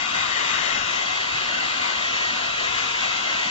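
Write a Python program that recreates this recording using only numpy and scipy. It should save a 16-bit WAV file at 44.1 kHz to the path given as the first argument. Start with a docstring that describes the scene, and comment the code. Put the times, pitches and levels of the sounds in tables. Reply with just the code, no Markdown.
"""A steady rush of air with a fan's whine in it: a hot-air gun, close to a two-port microphone.
A hand sweeps it over a patch on black cloth. The air rushes through the resonances of housing and
nozzle, its colour following the nozzle's position, and the work surface returns a faint reflection.
The fan whines on multiples of the shaft rate. Underneath lie a faint mains hum and the low rumble
of stray air, with short gusts where the jet brushes the microphone."""
import sys
import numpy as np
from scipy import signal
from scipy.fft import rfft, irfft
from scipy.io import wavfile
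from scipy.ndimage import uniform_filter1d, map_coordinates

SR = 44100
rng = np.random.default_rng(int(sys.argv[2]) if len(sys.argv) > 2 else 0)


def wav_record(signal):
    """Record a signal, one row per channel, as 16-bit PCM in the file named by sys.argv[1]."""
    frames = np.transpose(np.atleast_2d(signal))
    bounded = np.clip(frames, -1, 1)
    # unit amplitude maps onto the largest positive 16-bit level
    quanta = np.round(bounded * 32767).astype(np.int16)
    wavfile.write(sys.argv[1], SR, quanta)


N = 154350  # 3.5 s

# Gusts of stray air on the microphone: peak_s, centre_hz, level_db
GUSTS = [(.75, 236, -46), (.81, 65, -55), (1.335, 74, -45.5), (1.645, 60.7, -57), (1.965, 50.3, -50),
         (2.045, 55.7, -58), (2.755, 54, -57), (3.474, 190, -42.5)]
# Motor speed: time_s, shaft_hz
SHAFT_SPEED = [(0, 274.8), (.62, 275.3), (1.15, 274.5), (1.36, 272.8), (1.8, 273.5), (2.42, 274.6),
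               (3.1, 274.2), (3.5, 273.5)]
# Fan and motor tones at the microphone: shaft_multiple, left_db, right_db, left_lead_rad
FAN_TONES = [(1, -55.5, -56.5, -1.4), (4, -47.5, -55, 0.5), (5, -42, -45.5, -0.6), (6, -62, -56, -1),
             (12, -38.2, -39.7, -1.1), (20, -60, -60, 1.5)]
# The hand's path: time_s, sideways (about -1 left to 1 right), reach (about -1 back to 1 forward)
HAND_SWEEP = [(0.0, -0.61, 0.14), (0.25, -1.18, -1), (0.5, -1.27, 0.13), (0.75, -0.98, 0.53),
              (1.0, -0.099, 0.75), (1.25, 0.36, -0.72), (1.55, -0.18, -1.07), (1.9, -0.27, -1.26),
              (2.1, 0.52, 0.65), (2.4, 0.26, -0.99), (2.75, 0.0009, 0.55), (3.0, 0.13, 0.091),
              (3.25, 0.36, -0.045), (3.5, 0.69, 0.44)]
# Base spectrum of the rush at the two ports: freq_hz, left_db, right_db
RUSH_SPECTRUM = [(22.0, -79.1, -79.2), (237.0, -70.0, -70.1), (366.0, -71.2, -72.0), (495.0, -65.8, -68.3),
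                 (690.0, -59.8, -66.3), (790.0, -61.0, -66.0), (875.0, -64.0, -64.8), (947.0, -57.4, -70.2),
                 (1012.0, -56.3, -68.6), (1098.0, -54.7, -62.6), (1184.0, -57.8, -69.8),
                 (1270.0, -59.0, -63.3), (1421.0, -60.1, -67.9), (1464.0, -57.4, -62.4),
                 (1507.0, -57.9, -67.3), (1593.0, -60.4, -68.0), (1723.0, -60.8, -63.2),
                 (1895.0, -53.0, -54.4), (2024.0, -56.5, -63.2), (2110.0, -53.8, -59.3),
                 (2283.0, -59.2, -58.7), (2670.0, -56.6, -59.6), (2756.0, -59.0, -58.3),
                 (2972.0, -59.7, -62.4), (3553.0, -63.0, -66.5), (3639.0, -59.8, -65.0),
                 (3941.0, -61.4, -64.0), (4199.0, -65.4, -74.8), (4414.0, -62.7, -79.9),
                 (4630.0, -64.0, -78.2), (4845.0, -67.9, -81.2), (5362.0, -68.1, -78.9),
                 (5685.0, -67.1, -74.7), (5986.0, -68.9, -74.8), (7429.0, -69.7, -73.0)]
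# Narrow resonances of the housing: centre_hz, width_hz, lift_db
HOUSING_RESONANCES = [(738, 14, 8), (1272, 25, 1.5), (1467, 20, 1.5), (2005, 14, 2)]
# How alike the two ports hear the rush: freq_hz, coherence (0-1), left_lead_rad
PORT_LIKENESS = [(22.0, 0.97, -0.02), (215.0, 0.95, 0.07), (301.0, 0.5, 0.59), (452.0, 0.72, 2.45),
                 (754.0, 0.77, 2.6), (904.0, 0.48, 3.94), (1077.0, 0.68, 2.96), (1163.0, 0.49, 4.01),
                 (1206.0, 0.23, 7.3), (1270.0, 0.64, 8.53), (1464.0, 0.24, 9.23), (1550.0, 0.27, 8.13),
                 (1740, 0.75, 9.25), (1850, 0.97, 9.42), (1930, 0.92, 9.45), (2030, 0.6, 9.5),
                 (2200, 0.95, 9.42), (2340, 0.96, 9.45), (2541.0, 0.51, 10.47), (2713.0, 0.64, 10.36),
                 (2885.0, 0.51, 12.05), (3768.0, 0.66, 12.89), (4113.0, 0.29, 15.21), (4242.0, 0.18, 13.91),
                 (7429.0, 0.1, 13.99)]
# Colour change per unit of hand travel:
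# centre_hz, left_sideways_db, right_sideways_db, left_reach_db, right_reach_db
NOZZLE_BEAM = [(150.0, -0.8, -0.9, 0.3, 0.5), (700.0, -1.0, -1.1, 0.5, -0.0),
               (1100.0, -1.3, -0.4, 0.2, -0.4), (1500.0, -2.7, 1.5, 0.2, 0.7),
               (1850.0, -2.7, 2.7, 0.2, -0.5), (2200.0, -1.9, 1.8, 0.8, 0.5),
               (2550.0, -0.0, 0.9, 1.6, -0.1), (3000.0, -1.5, 0.3, 1.6, -0.2),
               (3400.0, -1.0, -0.9, 0.6, 1.1), (3750.0, -0.1, -2.8, 0.8, -0.8),
               (4150.0, 0.5, -2.6, -0.8, -1.8), (4550.0, -0.1, -0.5, -1.9, -0.0),
               (5200.0, -0.9, 1.5, 1.2, 0.6), (5800.0, -1.3, 1.8, 2.5, 0.8), (6500.0, -0.9, -1.1, 2.6, 0.9),
               (7300.0, -1.2, -1.9, 0.1, 0.9)]
# Bands heard in opposite phase at the ports: centre_hz, width_hz, depth (0-1), depth_per_sideways
PHASE_HOLLOWS = [(1840, 190, .75, .9), (2060, 230, .1, .5), (2280, 210, .8, .7), (4060, 200, .2, -.4)]


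def undb(db):
    """Decibels to gain."""
    return 10 ** (np.asarray(db) / 20)


def over_time(table):
    """The value columns of a (time_s, ...) table at every sample."""
    times, *columns = np.array(table, float).T
    return [np.interp(np.arange(N) / SR, times, column) for column in columns]


def over_frequency(table, hz):
    """The value columns of a (freq_hz, ...) table, joined on a log-frequency axis."""
    freqs, *columns = np.array(table, float).T
    log_hz = np.log(np.maximum(hz, 1))
    return np.array([np.interp(log_hz, np.log(np.sort(freqs)), column) for column in columns])


def wander(per_s):
    """Random levels, per_s of them a second, smoothed twice; spread 1."""
    hold = max(int(SR / per_s), 2)
    steps = np.repeat(rng.standard_normal(N)[:N // hold + 1], hold)
    smooth = uniform_filter1d(uniform_filter1d(steps, hold), hold)[:N]
    return smooth / smooth.std()


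def rumble(low_hz, high_hz):
    """Noise in one band, rms 1."""
    bandpass = signal.butter(2, [low_hz, high_hz], "band", fs=SR, output="sos")
    noise = signal.sosfilt(bandpass, rng.standard_normal(N))
    return noise / noise.std()


def mains_hum(pitch_hz=100, level_db=-62.5):
    """A faint, steady mains tone, the same at both ports."""
    return np.sqrt(2) * undb(level_db) * np.sin(2 * np.pi * pitch_hz * np.arange(N) / SR)


def stray_air(level_db=-73.5, swing_db=1.5, gust_width_s=0.018):
    """Stray air rumbles unevenly right on the microphone, with short gusts as the jet swings about."""
    out = rumble(low_hz=9.2, high_hz=111) * undb(level_db + swing_db * wander(per_s=13))
    for peak_s, centre_hz, gust_db in GUSTS:
        swell = np.exp(-.5 * ((np.arange(N) / SR - peak_s) / gust_width_s) ** 2)
        out = out + undb(gust_db) * swell * rumble(centre_hz / np.sqrt(2), centre_hz * np.sqrt(2))
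    return out


def fan_whine(speed_jitter=0.00018, waver_db=1.5):
    """Shaft and blade tones ride a slightly unsteady speed and waver in the turbulent air."""
    shaft_hz = over_time(SHAFT_SPEED)[0] * (1 + speed_jitter * wander(per_s=60))
    angle = 2 * np.pi * np.cumsum(shaft_hz) / SR
    out = 0
    for multiple, left_db, right_db, left_lead_rad in FAN_TONES:
        left = undb(left_db) * np.sin(multiple * angle)
        right = undb(right_db) * np.sin(multiple * angle - left_lead_rad)
        out = out + np.array([left, right]) * undb(waver_db * wander(per_s=22))
    return np.sqrt(2) * out  # the levels are rms


def surface_echo(rush, gain_db=-24.5, rest_lag_s=0.003, sideways_s=0.00047, reach_s=0.00036):
    """The work surface mirrors the tool; the lag follows the hand, so the rush phases gently."""
    sideways, reach = over_time(HAND_SWEEP)
    lag_s = rest_lag_s + sideways_s * sideways - reach_s * reach
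    delayed = np.arange(N) - lag_s * SR
    return undb(gain_db) * np.array([map_coordinates(port, [delayed], order=1, mode="mirror")
                                     for port in rush])


def phase_hollows(rush, flicker=0.42, drift_hz=25, per_s=32):
    """Restless narrow dips in what the ports share give a phasey colour that follows the nozzle."""
    common, out = rush.mean(axis=0), rush
    sideways, _ = over_time(HAND_SWEEP)
    for centre_hz, width_hz, rest_depth, per_sideways in PHASE_HOLLOWS:
        depth = np.clip(rest_depth + per_sideways * sideways + flicker * wander(per_s), 0, 1)
        # shift the drifting band down to 0 Hz, isolate it, shift it back and subtract it
        carrier = np.exp(2j * np.pi * np.cumsum(centre_hz + drift_hz * wander(per_s)) / SR)
        lowpass = signal.butter(3, width_hz / 2, fs=SR, output="sos")
        band = signal.sosfiltfilt(lowpass, common / carrier, padtype=None)
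        out = out - depth * 2 * (band * carrier).real
    return out


def turbulence(hz, band_hz=180, groups=7, flutter_db=1.72):
    """Spectra of two unrelated white noises whose narrow bands flutter in interleaved groups."""
    white = rfft(rng.standard_normal((2, N))) * np.sqrt(SR / 2)  # 0 dB per Hz
    out = 0
    for group in range(groups):
        in_group = hz // band_hz % groups == group
        out = out + irfft(white * in_group, N) * undb(flutter_db * wander(per_s=16))
    return rfft(out)


def nozzle_sweep(spectra, hz, port_swing_s=0.000022):
    """Each band of the rush swells or fades at each port as the hand moves the nozzle."""
    sideways, reach = over_time(HAND_SWEEP)
    beam = np.array(NOZZLE_BEAM)
    bands = over_frequency(np.column_stack([beam[:, 0], np.eye(len(beam))]), hz)  # overlapping triangles
    out = 0
    for band, sideways_db, reach_db in zip(bands, beam[:, 1:3], beam[:, 3:5]):
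        gain_db = np.outer(sideways_db, sideways) + np.outer(reach_db, reach)
        out = out + irfft(spectra * band, N) * undb(gain_db)
    # the right port hears the rush earlier as the nozzle moves right
    advanced = np.arange(N) + port_swing_s * sideways * SR
    return np.array([out[0], map_coordinates(out[1], [advanced], order=3, mode="mirror")])


def air_rush(trim_db=-0.24):
    """Turbulence coloured by housing and nozzle, heard close up and only partly alike at the two ports."""
    hz = np.arange(N // 2 + 1) * SR / N
    left, unrelated = turbulence(hz)
    coherence, left_lead_rad = over_frequency(PORT_LIKENESS, hz)
    right = (coherence * left + np.sqrt(1 - coherence ** 2) * unrelated) * np.exp(-1j * left_lead_rad)
    housing_db = sum(lift_db / (1 + (2 * (hz - centre_hz) / width_hz) ** 2)
                     for centre_hz, width_hz, lift_db in HOUSING_RESONANCES)
    colour = undb(over_frequency(RUSH_SPECTRUM, hz) + housing_db + trim_db)
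    return nozzle_sweep(np.array([left, right]) * colour, hz)


def scene():
    """At the microphone: the rush and its reflection in front, fan, stray air and hum beneath."""
    rush = air_rush()
    return phase_hollows(rush + surface_echo(rush)) + fan_whine() + stray_air() + mains_hum()


def record(dry):
    """The recorder cuts the top steeply."""
    cutoff_hz = 7490
    return signal.sosfilt(signal.ellip(18, .1, 90, cutoff_hz, fs=SR, output="sos"), dry)


dry = scene()
out = record(dry)
wav_record(out)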